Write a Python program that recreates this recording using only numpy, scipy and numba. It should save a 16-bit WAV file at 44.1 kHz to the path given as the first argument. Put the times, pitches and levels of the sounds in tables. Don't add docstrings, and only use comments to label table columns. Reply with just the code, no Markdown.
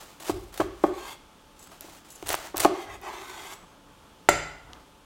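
import sys
import numpy as np
from scipy import signal
from scipy.fft import rfft, irfft, next_fast_len
from scipy.io import wavfile
from numba import njit

SR = 44100
rng = np.random.default_rng(int(sys.argv[2]) if len(sys.argv) > 2 else 0)


def materialize(psi):
    bounded = np.clip(np.atleast_2d(psi).T, -1, 1)
    quanta = np.round(bounded * 32767).astype(np.int16)
    wavfile.write(sys.argv[1], SR, quanta)


N = 223066
T = np.arange(N) / SR

# start_s, length_s, level_db, swell_db, brightness_db
RASP_STROKES = [(0.0, 0.17, -53.5, -14, -3.5), (0.315, 0.19, -58.5, -10, 3), (0.523, 0.088, -49.5, 12, -4),
                (0.674, 0.2, -60.5, 23, -5), (1.56, .22, -59.5, 3, -3), (1.807, 0.17, -52.5, -2.5, -3),
                (2.044, 0.31, -55.5, 4, -3), (2.343, 0.13, -47, 2, -6.5)]
# start_s, length_s, level_db, swell_db, brightness_db
CRUNCH_STROKES = [(0.196, 0.11, -42.5, 12, -1), (2.257, 0.085, -38, 10.5, -1.5),
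                  (2.556, 0.03, -37.5, 5, -3.5), (2.609, 0.038, -32, 7.5, -1)]
# start_s, level_db (over 5 ms), crumble_s, tilt_db (per octave)
CRACKS = [(0.2035, -46.5, 0.0053, -13), (0.2886, -37, 0.0025, -2), (0.5414, -39.5, 0.0055, 1),
          (0.576, -34.5, 0.0071, 0), (0.602, -18.5, 0.0077, -7.5), (0.837, -41.5, 0.0057, -2),
          (1.673, -48.5, .002, -1), (1.7136, -41, 0.035, -3), (1.8088, -35.5, 0.00044, 4),
          (2.2262, -39.5, 0.0011, -3), (2.2702, -34, 0.0034, 1), (2.2843, -32, 0.00078, 1.5),
          (2.2902, -24.5, 0.0036, 1), (2.3029, -24.5, 0.0048, -2.5), (2.3135, -29.5, 0.0092, -1),
          (2.3299, -25, 0.00076, 2.5), (2.3428, -20.5, 0.0006, -5), (2.351, -30, 0.0015, 6),
          (2.5699, -25.5, 0.00025, 2.5), (2.5798, -26, 0.0007, 4), (2.5973, -28, 0.0037, 1),
          (2.602, -18.5, 0.0054, 1), (2.636, -32, 0.0017, 1), (2.64, -29, 0.0066, 0.5),
          (2.648, -15, 0.0016, -7), (3.015, -48, .002, 8.5)]
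# freq_hz, level_db
CRUST_SPECTRUM = [(100, -4), (230, -24), (330, 7), (480, -0.5), (620, 7.5), (900, 5.5), (1400, 2.5),
                  (2200, -1), (3400, 0), (5200, -3), (8000, -1.5), (11000, -4), (15000, -5.5)]

# start_s, length_s, level_db, swell_db, brightness_db
DRAW_STROKES = [(0.91, 0.21, -47, 7, 2), (2.717, 0.11, -48, 3, -2), (2.857, 0.085, -52, 7, -3.5),
                (3.009, .52, -46.5, 1.5, 0.5)]
DRAW_ATTACK_S, DRAW_RELEASE_S = 0.039, 0.027
# centre_hz, width_hz, level_db
SQUEAKS = [(372, 31, 3), (900, 110, 4.5), (1026, 35, 1.5), (1511, 22, 5), (2114, 150, -5), (2640, 70, -7),
           (3360, 100, -6.5), (4200, 490, -12), (5500, 390, -18), (6460, 67, -7), (7670, 280, -20),
           (10100, 600, -33)]
# freq_hz, level_db
MEAT_SPECTRUM = [(150, -40), (280, 0), (390, 13), (520, -14), (850, -0.5), (1100, 0.5), (1400, -4),
                 (2100, -5), (2800, -6), (3600, 2), (4600, -20.5), (6800, -11), (10000, -13), (12000, -11),
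                 (15000, -16.5)]

# start_s, nominal_peak_db, hardness_hz (low-pass of the contact),
# upper_db (modes above 500 Hz, and grit), shudder_db (peak of the table)
THUMPS = [(0.2957, -10, 1310, 0, -34), (0.5996, -9, 1700, -18, -37.5), (0.612, -13.5, 1770, 9, -74),
          (0.8387, -2.5, 1240, 4.5, -44), (1.843, -36, 500, 9, -60), (1.883, -38, 1500, 8, -62),
          (2.2267, -28, 1300, 0.5, -42.5), (2.5437, -19.5, 1400, 5.5, -41.5), (2.651, 0, 1270, 7, -45)]
# freq_hz, level_db, t60_s
BOARD_MODES = [(164, -18, 0.061), (255, -23, 0.054), (295, -1.5, 0.046), (360, 11.5, 0.05),
               (443, -10.5, 0.054), (559, -5, 0.032), (622, 1.5, .025), (672, -5.5, 0.044),
               (779, -0.5, 0.048), (862, 1, 0.026), (1108, -1, 0.043), (1240, -9.5, 0.073),
               (1512, -14.5, 0.042), (2050, -14, 0.012), (3300, -8, 0.019)]
# freq_hz, level_db
WOOD_GRIT = [(60, -29), (220, -58), (350, -14.5), (700, 5), (1200, -24), (1500, -10), (3000, -12),
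             (12000, -11)]

# start_s, nominal_peak_db, hardness_hz, upper_db
KNOCKS = [(4.2879, 2.5, 2080, -2.5), (4.2902, -8, 13300, -2)]
# freq_hz, level_db, t60_s
KNIFE_MODES = [(154.3, -31, 0.82), (310, -2, 0.031), (585, -2.5, 0.071), (692, 5.5, 0.029),
               (880, 7.5, 0.013), (1356, -7, 0.078), (1700, -12, 0.0083), (1410, 0, 0.032),
               (2030, 2.5, 0.026), (2795, -13, 0.053), (2100, -7, .03), (3350, -11, .05), (3540, -7, 0.045),
               (4835, -15, .2), (5850, -16, .04), (6270, -13.5, .21), (7225, -12.5, .14), (4620, -5, 0.026),
               (7600, 8, 0.03), (8870, -8, 0.03), (9750, -9, 0.063), (10600, -18.5, 0.023),
               (13000, -20, .04)]
# freq_hz, level_db
STEEL_GRIT = [(50, -13), (130, -7), (400, 7), (800, -30.5), (1100, -2), (1700, -34), (2500, -5.5),
              (3400, -1.5), (8000, 6.5), (11000, -3.5), (15000, -0.5)]

# start_s, length_s, level_db, swell_db
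SING_STROKES = [(1.59, 0.075, -61, -8), (2.08, 0.08, -54.5, 11), (3.42, 0.135, -57.5, 16)]
# freq_hz, level_db, t60_s
STEEL_MODES = [(6400, -15, 1), (7150, 3.5, 0.021), (7840, -9.5, 0.45), (9950, -3, 0.055),
               (11300, 4.5, 0.0091), (13200, -16, .04), (14500, -9, .04)]
# start_s, peak_db
TINGS = [(1.5925, -39.5), (1.627, -38.5), (2.104, -33), (2.157, -39), (3.535, -38)]
# start_s, peak_db
SETTLE = [(4.7328, -30)]
# freq_hz, level_db
HANDLE_SPECTRUM = [(200, -20), (1200, -18), (2700, 0), (4500, -13), (7000, -16), (14000, -34)]

# start_s, length_s, level_db, swell_db
RUSTLE_STROKES = [(3.55, 0.095, -55.5, -2), (3.69, 0.098, -56.5, -7), (3.85, 0.052, -54, -5),
                  (4.02, 0.1, -58, -13), (4.66, 0.11, -52.5, 5)]
# freq_hz, level_db
RUSTLE_SPECTRUM = [(200, 3.5), (700, 4), (1300, 4), (2000, -8), (3400, -23), (4500, -35), (14000, -33)]

# start_s, shudder_db
NUDGES = [(2.867, -45), (3.12, -60), (3.331, -55), (4.621, -50)]
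# freq_hz, level_db, t60_s
TABLE_MODES = [(41.7, -2.5, 1), (59.6, -1.5, 1), (83, -1.5, .3), (96.1, 4, 0.45), (123.4, -5.5, 0.6)]
SWAY_RISE_S = 0.02

# centre_hz, echo_db, t60_s
ROOM_ECHO = [(98, 6, 0.13), (318, -5.5, 0.5), (880, -13, 0.76), (1990, -3.5, 0.67), (4960, -3, 0.59),
             (9100, -9, 0.41), (15500, -15, 0.25)]
# freq_hz, level_db
AIR_SPECTRUM = [(15, -119), (25, 1), (123, -8), (185, -3), (223, -6.5), (285, -5), (384, -9.5), (575, -7.5),
                (624, -12.5), (1230, -10), (1940, -20.5), (3340, -16), (3920, -21.5), (9070, -27),
                (16000, -35.5)]
AIR_DB = -55
# pitch_hz, amplitude_db
HUM = [(60, -79), (287, -65.5), (872, -63.5)]

CHANNEL_LAG = 0.02
HISS_DB, TOP_HZ = -78.5, 16000


def amp(db):
    return 10 ** (np.asarray(db) / 20)


def add(track, s, sound):
    i = max(int(s * SR), 0)
    track[i:i + len(sound)] += sound[:N - i]


def peak(x, db):
    return x * amp(db) / np.abs(x).max()


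def rms(x):
    return np.sqrt(np.mean(x ** 2))


def band(x, lo_hz, hi_hz, order=3):
    edges_hz = [lo_hz, min(hi_hz, SR / 2 - 1)]
    return signal.sosfilt(signal.butter(order, edges_hz, "band", fs=SR, output="sos"), x)


def colour(x, points, tilt_db=0):
    size = 2 * next_fast_len(len(x) // 2 + 1)
    octave = np.log2(np.fft.rfftfreq(size, 1 / SR) + 1)
    hz, db = np.transpose(points)
    gain_db = np.interp(octave, np.log2(hz), db) + tilt_db * np.maximum(octave - np.log2(3000), -2)
    cepstrum = irfft(np.log(amp(gain_db)))
    cepstrum[1:size // 2] *= 2
    cepstrum[size // 2 + 1:] = 0
    return irfft(rfft(x, size) * np.exp(rfft(cepstrum)))[:len(x)]


def walk(rate):
    knots = np.arange(int(N / SR * rate) + 2)
    return np.interp(T, knots / rate, rng.standard_normal(len(knots)))


def fractures(size, rate, spread_db):
    strength = amp(spread_db * np.minimum(rng.standard_normal(size), 2.5))
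    happens = rng.random(size) < rate / SR
    return happens * strength * rng.choice([-1, 1], size)


def gain(strokes, attack_s, release_s, bright=0, drift_db=0):
    out = np.zeros(N)
    for start, length, db, swell_db, *bright_db in strokes:
        t = T - start
        along = np.clip(t / length, 0, 1) - .5
        shape = np.clip(t / attack_s, 0, 1) * np.exp(-np.maximum(t - length, 0) / release_s)
        out += shape * amp(db + bright * sum(bright_db) + (swell_db + drift_db) * along)
    return out


def friction(grains, strokes, attack_s, release_s, rub_db, fizz_db, rub_drift_db=0, fizz_drift_db=0):
    rub, scratch, fizz = band(grains, 150, 2300), band(grains, 2300, 7500), band(grains, 7500, 17000)
    rub_gain = amp(rub_db) * gain(strokes, attack_s, release_s, -1.4, rub_drift_db)
    scratch_gain = gain(strokes, attack_s, release_s)
    fizz_gain = amp(fizz_db) * gain(strokes, attack_s, release_s, 0.47, fizz_drift_db)
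    return rub / rms(rub) * rub_gain + scratch / rms(scratch) * scratch_gain + fizz / rms(fizz) * fizz_gain


def ring(modes, seconds):
    t = T[:int(seconds * SR)]
    return sum(amp(db - 60 * t / t60) * np.cos(2 * np.pi * hz * t) for hz, db, t60 in modes)


def blow(modes, hard_hz, grit, grit_db, grit_t60, upper_db=0):
    t = T[:SR // 2]
    modes = [(hz, db + upper_db * (hz > 500), t60) for hz, db, t60 in modes]
    body = ring(modes[::2], .5) - ring(modes[1::2], .5)
    rough = colour(amp(-60 * t / grit_t60) * rng.standard_normal(len(t)), grit)
    sound = body / rms(body) + amp(min(grit_db + upper_db, 0)) * rough / rms(rough)
    return signal.sosfilt(signal.butter(2, min(hard_hz, SR / 3), fs=SR, output="sos"), sound)


def hits(events, modes, grit, grit_db, grit_t60, crest_db):
    out = np.zeros(N)
    for s, db, hard_hz, upper_db, *_ in events:
        sound = blow(modes, hard_hz, grit, grit_db, grit_t60, upper_db)
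        add(out, s, sound * amp(db - crest_db) / rms(sound[:SR // 100]))
    return out


@njit
def resonance(x, hz, width):
    y, band_state, low_state = np.empty(len(x)), 0., 0.
    for i in range(len(x)):
        g, damping = np.tan(np.pi * hz[i] / SR), width / hz[i]
        v = (band_state + g * (x[i] - low_state)) / (1 + g * (g + damping))
        band_state = 2 * v - band_state
        low_state = low_state + 2 * g * v
        y[i] = damping * v
    return y


def crust(rate, spread_db, catch_db, tilt_db):
    catches = amp(catch_db * walk(180))
    return colour(fractures(N, rate, spread_db) * catches, CRUST_SPECTRUM, tilt_db)


def rasp(trim_db=-2):
    grains = crust(rate=9300, spread_db=3.5, catch_db=2.0, tilt_db=0.1)
    return amp(trim_db) * friction(grains, RASP_STROKES, attack_s=0.004, release_s=0.03, rub_db=-5, fizz_db=-2.5)


def crunch(trim_db=-1):
    grains = crust(rate=5000, spread_db=4.5, catch_db=2.5, tilt_db=-1.3)
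    return amp(trim_db) * friction(grains, CRUNCH_STROKES, attack_s=0.0055, release_s=0.011,
                                   rub_db=-1.5, fizz_db=-2.5)


def cracks(rate=9000, spread_db=5, first=0.33):
    out, t = np.zeros(N), T[:SR // 16]
    for s, level_db, crumble_s, tilt_db in CRACKS:
        breaks = fractures(len(t), rate, spread_db) * np.exp(-t / max(crumble_s, 1 / SR))
        breaks[0] += first
        snap = colour(breaks, CRUST_SPECTRUM, tilt_db)
        level_5ms = np.sqrt(np.sum(snap ** 2) / (SR // 200))
        add(out, s, snap * amp(level_db) / level_5ms)
    return out


def draw(trim_db=-1, smear_db=-10, rise=0.35, wander=0.045, return_s=.0016, return_db=-8):
    slips = fractures(N, rate=6000, spread_db=3) * amp(1.3 * walk(60))
    pull_s = np.zeros(N)
    for start, length, *_ in DRAW_STROKES:
        pull_s = np.where(T >= start, np.minimum(T - start, length) - length / 2, pull_s)
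    climb = 2 ** (rise * pull_s)
    lag_s = return_s / climb * (1 + .035 * walk(18))
    slips = slips + amp(return_db) * np.interp(T - lag_s, T, slips)
    squeak = 0
    for hz, width, mode_db in SQUEAKS:
        centre_hz = hz * climb * (1 + wander * walk(9.2))
        squeak = squeak + amp(mode_db + 2 * walk(14)) * resonance(slips, centre_hz, float(width))
    grains = squeak + amp(smear_db) * colour(slips, MEAT_SPECTRUM)
    return amp(trim_db) * friction(grains, DRAW_STROKES, DRAW_ATTACK_S, DRAW_RELEASE_S, rub_db=6, fizz_db=-8.5,
                                   rub_drift_db=-9, fizz_drift_db=4)


def thumps():
    return hits(THUMPS, BOARD_MODES, WOOD_GRIT, grit_db=-10.5, grit_t60=0.047, crest_db=10)


def knocks():
    return hits(KNOCKS, KNIFE_MODES, STEEL_GRIT, grit_db=5, grit_t60=0.02, crest_db=12.5)


def sing():
    tone = signal.fftconvolve(fractures(N, rate=9000, spread_db=0), ring(STEEL_MODES, 0.45))[:N]
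    tone = tone * amp(5.3 * walk(120))
    return tone / rms(tone) * gain(SING_STROKES, attack_s=.012, release_s=0.0051)


def ticks():
    out, t = np.zeros(N), T[:SR // 20]
    for s, db in TINGS:
        ping = blow(STEEL_MODES, hard_hz=14000, grit=STEEL_GRIT, grit_db=3.0, grit_t60=0.1)
        add(out, s, peak(ping, db))
    for s, db in SETTLE:
        burst = rng.standard_normal(len(t)) * np.exp(-t / .0005)
        add(out, s, peak(colour(burst, HANDLE_SPECTRUM), db))
    return out


def rustle():
    grains = colour(fractures(N, rate=12000, spread_db=2), RUSTLE_SPECTRUM) * amp(2 * walk(50))
    return grains / rms(grains) * gain(RUSTLE_STROKES, attack_s=0.035, release_s=0.036)


def shudder(knock_db=-35):
    out, sway = np.zeros(N), ring(TABLE_MODES, 1)
    sway = sway * (1 - np.exp(-T[:len(sway)] / SWAY_RISE_S))
    for s, *_, db in THUMPS + NUDGES + [(KNOCKS[0][0], knock_db)]:
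        add(out, s, peak(sway, db))
    return out


def wall(x, delay_s=0.035, db=-19):
    return x + amp(db) * np.interp(T - delay_s, T, band(x, 100, 2500, order=1), left=0)


def kitchen(x, db, delay_s=0.0046, build_s=0.0016):
    t = T[:SR]
    octave = np.log2(np.fft.rfftfreq(SR, 1 / SR) + 1)
    noise = rfft(rng.standard_normal(SR))
    centres = np.log2([row[0] for row in ROOM_ECHO])
    onset, echo = np.clip((t - delay_s) / build_s, 0, 1), 0
    for share, (_, echo_db, t60) in zip(np.eye(len(ROOM_ECHO)), ROOM_ECHO):
        decay = onset * amp(-60 * t / t60)
        band_noise = irfft(noise * np.interp(octave, centres, share), SR)
        echo = echo + band_noise * decay * amp(echo_db) / np.linalg.norm(decay)
    return x + amp(db) * signal.fftconvolve(x, echo)[:N]


def air():
    noise = colour(rng.standard_normal(N), AIR_SPECTRUM) * amp(.6 * walk(5))
    hum = sum(amp(db) * np.sin(2 * np.pi * hz * T) for hz, db in HUM)
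    return noise / rms(noise) * amp(AIR_DB) + hum


def scene():
    cutting = kitchen(rasp() + crunch() + cracks() + draw() + sing() + ticks(), db=-7.0)
    board = kitchen(thumps(), db=-0.5)
    knife = kitchen(wall(knocks()), db=0.5)
    mid = cutting + board + knife + rustle() + shudder() + air()
    side = CHANNEL_LAG / 2 * np.diff(mid, prepend=0)
    return np.array([mid + side, mid - side])


def record(dry):
    hiss = np.array([colour(rng.standard_normal(N), AIR_SPECTRUM) for _ in dry])
    wet = np.clip(dry + amp(HISS_DB) * hiss / rms(hiss), -1, 1)
    return signal.sosfilt(signal.ellip(8, .2, 70, TOP_HZ, fs=SR, output="sos"), wet)


dry = scene()
out = record(dry)
materialize(out)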